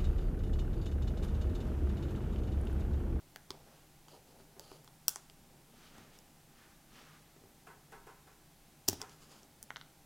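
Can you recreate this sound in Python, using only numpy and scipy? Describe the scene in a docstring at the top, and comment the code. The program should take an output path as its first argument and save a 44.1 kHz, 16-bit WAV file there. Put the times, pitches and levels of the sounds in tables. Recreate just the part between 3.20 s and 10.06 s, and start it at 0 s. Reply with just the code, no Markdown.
"""Small steel ticks and scrapes, close to a mono microphone: tweezers pry a button cell from under its tab.
Each contact rings the steel and the metal tab and knocks the holder; the tip slips off with a snap,
and later the cell pops free with a thump and slides out. Rubber gloves rub, creak and snap as they unstick.
A few dull knocks arrive from farther off in the small room, over a faint fan hum."""
import sys
import numpy as np
from scipy import signal
from scipy.fft import rfft, irfft, next_fast_len
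from scipy.io import wavfile

SR = 44100
rng = np.random.default_rng(int(sys.argv[2]) if len(sys.argv) > 2 else 0)


def pcm_store(signal):
    """Save signal as 16-bit PCM."""
    levels = np.round(np.clip(np.atleast_2d(signal), -1, 1) * 32767)
    wavfile.write(sys.argv[1], SR, levels.astype(np.int16).T)


N = 302460
TIME = np.arange(N) / SR
AGE = np.arange(SR * 2 // 5) / SR  # seconds since a blow


def amp(db):
    """Decibels to gain."""
    return np.exp(np.asarray(db) * np.log(10) / 20)


def unit(x):
    """Scale to rms 1."""
    return x / np.sqrt(np.mean(x ** 2) + 1e-20)


def struck(x):
    """Scale to rms 1 over the first 4 ms."""
    return x / np.sqrt(np.mean(x[:SR // 250] ** 2) + 1e-20)


def along(points, hz):
    """Read (freq_hz, value) points on a log frequency axis."""
    freqs, values = np.transpose(points)
    return np.interp(np.log(hz + 1), np.log(freqs + 1), values)


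def add(track, start_s, x):
    """Mix x into the track at start_s."""
    part = track[round(start_s * SR):][:len(x)]
    part += x[:len(part)]


def filtered(x, response):
    """Pass x through a frequency response."""
    size = next_fast_len(len(x) + 8192)
    return irfft(rfft(x, size) * response(np.fft.rfftfreq(size, 1 / SR)), size)[:len(x)]


def coloured(x, spectrum):
    """Shape x by (freq_hz, gain_db) points, at rms 1."""
    return unit(filtered(x, lambda hz: amp(along(spectrum, hz))))


def friction(spectrum, slips_per_s, grit):
    """Tiny random slips over a smooth rush."""
    slips = (rng.random(N) < slips_per_s / SR) * rng.standard_normal(N)
    return coloured(rng.standard_normal(N) + grit * unit(slips), spectrum)


def swell(start_s, rise_s, fade_s, hold_s=0):
    """Gain of one movement: it gathers speed, keeps it for hold_s and dies away."""
    age = TIME[:round((rise_s + hold_s + 10 * fade_s) * SR)]
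    rise = np.sin(np.pi / 2 * np.minimum(age / rise_s, 1)) ** 2
    fade = np.exp(-np.maximum(age - rise_s - hold_s, 0) / fade_s)
    gain = np.zeros(N)
    add(gain, start_s, rise * fade)
    return gain


def together(gains):
    """Overlapping movements add in power."""
    return np.sqrt(sum(gain ** 2 for gain in gains))


def ring(modes, scatter_db):
    """Damped modes of alternating sign, at new strengths for each blow."""
    hz, db, t60 = np.transpose(modes)[:, :, None]
    sign = (-1) ** np.arange(len(hz))[:, None]
    age = AGE[AGE < 2 * t60.max()]
    fade = amp(db + scatter_db * rng.standard_normal(hz.shape) - 60 * age / t60)
    ringing = np.sum(sign * fade * np.sin(2 * np.pi * hz * age), axis=0)
    return struck(np.pad(ringing, (0, len(AGE) - len(age))))


def favouring(modes, centre_hz, db_per_octave):
    """The point and firmness of a contact favour the modes near one frequency."""
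    return [(hz, db - db_per_octave * abs(np.log2(hz / centre_hz)), *rest) for hz, db, *rest in modes]


# Room tone at the microphone: freq_hz, gain_db
ROOM_TONE = [(10, -13), (20, 1), (30, -10.5), (58, -12.5), (95, -14), (150, -13), (330, -14.5),
             (490, -22.5), (780, -19.5), (1100, -25), (3200, -28.5), (7700, -29.5), (14200, -31.5),
             (16000, -37)]
# A fan, faint in the room: pitch_hz, width_hz, level_db
FAN_BANDS = [(134.5, 5, -76), (153, 8, -71.5), (178, 5, -81), (802, 30, -80)]
def background():
    """Steady room noise and microphone hiss; narrow bands of noise make the fan's wavering hum."""
    air = amp(-63) * coloured(rng.standard_normal(N), ROOM_TONE)
    for centre, width, db in FAN_BANDS:
        hum = filtered(rng.standard_normal(N), lambda hz: 1 / (1 + (2 * (hz - centre) / width) ** 2))
        air += amp(db) * unit(hum)
    return air


# Decay of the small room: freq_hz, t60_s
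ROOM_DECAY = [(120, 0.72), (400, 0.35), (1500, 0.45), (5000, 0.38), (9000, 0.31), (16000, 0.11)]
def room_tail():
    """Diffuse reverberation of energy 1; the treble dies first."""
    hz, age, bands = signal.stft(rng.standard_normal(len(AGE)), SR, nperseg=256)
    decay = amp(-60 * age / along(ROOM_DECAY, hz)[:, None])
    tail = signal.istft(bands * decay, SR, nperseg=256)[1][:len(AGE)]
    tail *= 1 - np.exp(-AGE / 0.00076)
    return tail / np.linalg.norm(tail)


# Desk and walls around the microphone: delay_s, gain_db
REFLECTIONS = [(.0047, -18), (.0094, -25), (0.0106, -15.5), (0.02, -46)]
def echoed(x):
    """A near sound with its first echoes."""
    return x + sum(amp(db) * np.pad(x, (round(delay * SR), 0))[:len(x)] for delay, db in REFLECTIONS)


def in_room(x, wet_db):
    """A near sound with its early echoes and reverberation."""
    return echoed(x) + amp(wet_db) * signal.fftconvolve(x, room_tail())[:len(x)]


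# Resonances of a hollow object, farther off in the room: pitch_hz, width_hz, gain_db
HOLLOW_MODES = [(416, 43, 2), (616, 190, -11), (784, 55, -0.5), (937, 13, 1.5), (1032, 22, 1.5),
                (1136, 26, -3.5), (1315, 67, -3), (1505, 49, -2.5), (1656, 75, -5), (2080, 150, -11),
                (2480, 210, -14), (3430, 1500, -21.5), (6800, 8200, -25.5)]
# Knocks on it: start_s, relative_db
FAR_KNOCKS = [(4.466, -52.5), (4.719, -51), (4.866, -53), (5.069, -60.5), (5.796, -54), (5.804, -51)]
def far_knocks():
    """A hollow object is knocked at a distance, heard through the room's reverberation."""
    def body(hz):
        return sum((-1) ** k * amp(db) * 1j * hz * width / (pitch ** 2 - hz ** 2 + 1j * hz * width)
                   for k, (pitch, width, db) in enumerate(HOLLOW_MODES))
    out = np.zeros(N)
    for start, db in FAR_KNOCKS:
        add(out, start, amp(db - 11) * unit(filtered(room_tail(), body)))
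    return out


# Glove on glove, close up: start_s, rise_s, fade_s, level_db, brightness_db
GLOVE_STROKES = [(0.33, 0.24, 0.069, -72, -1.5), (2.46, 0.21, 0.064, -68, 2.5),
                 (2.64, 0.15, 0.14, -65, -2.5), (2.9, 0.057, 0.025, -79, 13), (3.27, 0.17, 0.12, -67, -3.5),
                 (3.66, 0.13, 0.16, -64, 1), (3.76, 0.21, 0.018, -65.5, -10)]
# The rub and the hiss above it: freq_hz, gain_db
RUB_SPECTRUM = [(500, -32), (900, -6.5), (1220, 2.5), (1900, -1.5), (2600, -11), (5000, -36)]
HISS_SPECTRUM = [(1500, -12), (2300, -1), (3100, 1), (4200, -3.5), (6000, -4.5), (9000, -15), (16000, -21)]
def glove_rubs():
    """Rubber slides on rubber, each stroke with its own share of hiss."""
    strokes = [(amp(db) * swell(start, rise, fade), bright_db)
               for start, rise, fade, db, bright_db in GLOVE_STROKES]
    rub = together(stroke for stroke, _ in strokes)
    hiss = together(stroke * amp(bright_db + 1) for stroke, bright_db in strokes)
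    return (rub * friction(RUB_SPECTRUM, slips_per_s=900, grit=0.52)
            + hiss * friction(HISS_SPECTRUM, slips_per_s=970, grit=0.59))


# Fingers squeezing, close up: start_s, length_s, flesh_relative_db, creak_relative_db
GRIPS = [(0.3, 0.096, -70, -61.5), (0.41, 0.19, -73, -66.5), (0.85, 0.11, -80, -66),
         (0.906, 0.072, -70, -57.5), (0.99, 0.33, -70, -66), (1.348, 0.11, -75, -61),
         (1.45, 0.17, -76, -64.5), (2.1, 0.45, -67, -72), (2.5, 0.1, -63.5, -71), (2.58, 0.4, -64, -66.5),
         (3.671, 0.25, -64, -66.5), (4.14, 0.19, -72, -70), (5.948, 0.36, -70, -69.5),
         (6.39, 0.11, -64.5, -69)]
# The low rustle of flesh and the glove's creak: freq_hz, gain_db
FLESH_SPECTRUM = [(50, -18.5), (130, -21), (220, 5.5), (320, -10), (500, -24), (1500, -54)]
CREAK_SPECTRUM = [(200, -24), (370, 3), (650, 0.5), (850, -1), (1200, -17), (2000, -32), (5000, -43)]
def finger_squeezes():
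    """Gloved fingers rustle and creak in sparse slips as they shift their grip."""
    flesh, creak = together(amp([[flesh_db], [creak_db]]) * swell(start, 0.5 * length, 0.62 * length)
                            for start, length, flesh_db, creak_db in GRIPS)
    return (amp(-1.5) * flesh * friction(FLESH_SPECTRUM, slips_per_s=60, grit=0.36)
            + amp(0.5) * creak * friction(CREAK_SPECTRUM, slips_per_s=120, grit=0.61))


# Gloves unsticking near the microphone: start_s, low_db, high_db
GLOVE_SNAPS = [(6.505, -39, -51.5), (6.5604, -45.5, -44.5), (6.5679, -45, -50), (6.613, -52.5, -51)]
# Low and high modes of the rubber: pitch_hz, gain_db, t60_s
RUBBER_LOW_MODES = [(890, -2, 0.0074), (1430, 0, 0.01), (2060, -2.5, 0.0082)]
RUBBER_HIGH_MODES = [(2930, -1, 0.0056), (3940, 5.5, 0.0027), (6060, -5.5, 0.0027)]
def glove_snaps():
    """Tacky rubber peels off in dry, well damped snaps."""
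    out = np.zeros(N)
    for start, low_db, high_db in GLOVE_SNAPS:
        low = amp(low_db) * ring(RUBBER_LOW_MODES, scatter_db=1.0)
        high = amp(high_db) * ring(RUBBER_HIGH_MODES, scatter_db=5.5)
        add(out, start, in_room(low + high, wet_db=-14.0))
    return out


# Modes of the hands and the cell's holder, close up: pitch_hz, gain_db, t60_s
HAND_MODES = [(100, 3.5, 0.093), (251, -2.5, 0.038), (388, -1, 0.047)]
HOLDER_MODES = [(576, -11, 0.011), (805, -1.5, 0.0093), (1040, 0.5, 0.0063), (1440, 0, 0.0058),
                (1910, -2, 0.0046), (2340, -4, 0.0052)]
def knock(thump_db, holder_db, knock_hz):
    """A blow knocks the cell's holder and jolts the hands."""
    thump = amp(thump_db) * ring(favouring(HAND_MODES, knock_hz, db_per_octave=9.5), scatter_db=0.5)
    holder = amp(holder_db) * ring(favouring(HOLDER_MODES, knock_hz, db_per_octave=6), scatter_db=2.5)
    return in_room(holder, wet_db=-11.5) + in_room(thump, wet_db=-11.5)


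# Soft bumps on the holder, close up: start_s, thump_db, knock_hz
FINGER_BUMPS = [(1.2005, -57, 300), (1.366, -56.5, 450), (4.1638, -60, 350), (4.2375, -56.5, 280)]
def finger_bumps():
    """A gloved finger knocks the holder without ringing any metal."""
    out = np.zeros(N)
    for start, thump_db, knock_hz in FINGER_BUMPS:
        add(out, start, knock(thump_db, holder_db=thump_db - 5.5, knock_hz=knock_hz))
    return out


# The tip dragging on the cell, close up: start_s, length_s, level_db
TIP_DRAGS = [(0.881, 0.076, -65), (1.065, 0.055, -72), (1.181, 0.028, -69), (1.405, 0.16, -64)]
# Steel on the cell: freq_hz, gain_db
DRAG_SPECTRUM = [(900, -18), (1250, 5.5), (2000, -12), (3000, 1.5), (3700, -6.5), (4600, 5.5), (5600, -7),
                 (6800, -4.5), (8500, -15), (10500, -4), (16000, -54)]
def tip_scrapes(rise_s=0.0097, fade_s=0.023):
    """The steel tip catches and slips across the cell in gritty drags."""
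    drag = together(amp(db) * swell(start, rise_s, fade_s, hold_s=length - rise_s)
                    for start, length, db in TIP_DRAGS)
    return drag * friction(DRAG_SPECTRUM, slips_per_s=500, grit=0.71)


# Pushes on the loose cell, close up: start_s, level_db
CELL_PUSHES = [(5.876, -63), (5.985, -61.5), (6.075, -59.5), (6.135, -65.5)]
# The cell rubbing under its tab: freq_hz, gain_db
SLIDE_SPECTRUM = [(800, -5), (1200, 3), (2000, -11), (3000, -2), (4000, -7), (5000, 0), (5700, -9),
                  (6800, -2.5), (8500, -12), (10800, -12), (16000, -27)]
def cell_slide():
    """Once loose, the cell slides from under its tab in short pushes."""
    slide = together(amp(db) * swell(start, rise_s=0.045, fade_s=0.054) for start, db in CELL_PUSHES)
    return slide * friction(SLIDE_SPECTRUM, slips_per_s=330, grit=0.55)


def metal(modes, t60, crunch, wet_db):
    """A gripped metal part: a short ring and the crunch of the slipping contact, in the same colour."""
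    (low_hz, low_db), (high_hz, high_db) = modes[0], modes[-1]
    colour = [(low_hz / 2, low_db - 27), *modes, (high_hz * 2, high_db - 24)]
    slip = coloured(rng.standard_normal(len(AGE)), colour) * amp(-60 * AGE / (t60 * 1.3))
    ringing = ring([(hz, db, t60) for hz, db in modes], scatter_db=2)
    near = struck(ringing + crunch * struck(slip))
    # the room gathers what is radiated in all directions, so its tail has the smooth overall colour
    tail = coloured(room_tail(), colour)
    return echoed(near) + amp(wet_db) * np.std(near) * tail


# Contacts of the tip, close to the microphone:
# start_s, thump_db, holder_db, steel_db, tab_db, knock_hz, ring_hz, t60_s
TIP_CONTACTS = [(0.1604, -62, -47, -49.5, -54, 1550, 4580, 0.0039),
                (0.3054, -46, -45, -39.5, -57, 1100, 3900, 0.0059),
                (0.8833, -73.5, -58.5, -59, -76, 1200, 4360, 0.0085),
                (1.3958, -57, -55, -47.5, -52.5, 600, 4470, 0.0033),
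                (1.5159, -50.5, -53, -61, -66, 520, 4020, 0.0066),
                (1.645, -73, -67, -62, -65, 800, 8000, 0.0067),
                (1.6767, -65, -57.5, -57, -82, 1300, 3300, 0.007),
                (1.8816, -57.5, -41, -23.5, -24.5, 1250, 7280, 0.0064),
                (1.959, -57, -45, -40, -56.5, 1200, 7350, 0.0035),
                (2.099, -69, -65, -55.5, -74, 1500, 3450, 0.003),
                (2.782, -52, -59, -61, -72, 217, 5450, 0.0083),
                (2.9883, -74, -73, -56, -74, 800, 6460, 0.0055),
                (5.6795, -56, -47, -39, -51, 350, 5580, 0.018),
                (5.6828, -44, -46, -28.5, -33, 347, 5850, 0.01),
                (5.686, -31.5, -39, -23, -27.5, 288, 5580, 0.0088),
                (5.7291, -40.5, -44.5, -47, -50, 220, 5170, 0.046),
                (5.8161, -65, -52, -38, -56, 1000, 6500, 0.0075),
                (5.895, -73, -67, -58, -77, 900, 5440, 0.008),
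                (6.2315, -70, -69.5, -59.5, -78.5, 800, 5840, 0.0084),
                (6.428, -76, -66, -46.5, -49.5, 1500, 9900, 0.0064)]
# Modes of the tweezers and the tab, damped by the grip: pitch_hz, gain_db
STEEL_MODES = [(2750, -0.5), (3250, 1), (4050, -6), (4650, -1), (5400, 0.5), (5870, 1), (6690, -3),
               (7400, -2), (7890, -3), (8750, -5), (9620, -4.5)]
TAB_MODES = [(10800, -4), (11800, -8), (12800, 1), (13820, -8), (14570, -2.5), (15400, 2.5)]
# The broad crack of a contact: freq_hz, gain_db
CRACK_SPECTRUM = [(300, -12), (1000, 0), (2000, -8), (3000, 0), (8000, 0.5), (16000, -11)]
def tweezers():
    """Each contact cracks, rings the steel and the tab, and knocks the holder."""
    out = np.zeros(N)
    for start, thump_db, holder_db, steel_db, tab_db, knock_hz, ring_hz, t60 in TIP_CONTACTS:
        steel_modes = favouring(STEEL_MODES, ring_hz, db_per_octave=12.5)
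        steel = amp(steel_db) * metal(steel_modes, t60, crunch=1.0, wet_db=-16.5)
        tab = amp(tab_db) * metal(TAB_MODES, t60, crunch=0.4, wet_db=-13.0)
        burst = coloured(rng.standard_normal(len(AGE)), CRACK_SPECTRUM) * amp(-60 * AGE / t60)
        crack = in_room(amp(steel_db - 13.5) * struck(burst), wet_db=-10.0)
        add(out, start, steel + tab + crack + knock(thump_db, holder_db, knock_hz))
    return out


def scene():
    """One microphone feeds both channels; each channel adds its own faint hiss."""
    blows = tweezers() + finger_bumps() + glove_snaps()
    rubbing = glove_rubs() + finger_squeezes() + tip_scrapes() + cell_slide()
    mono = blows + rubbing + far_knocks() + background()
    return mono + amp(-76) * rng.standard_normal((2, N))


def record(dry):
    """The recorder cuts off steeply at its band limit."""
    top_hz = 16200
    return np.array([filtered(x, lambda hz: 1 / (1 + (hz / top_hz) ** 120)) for x in dry])


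dry = scene()
out = record(dry)
pcm_store(out)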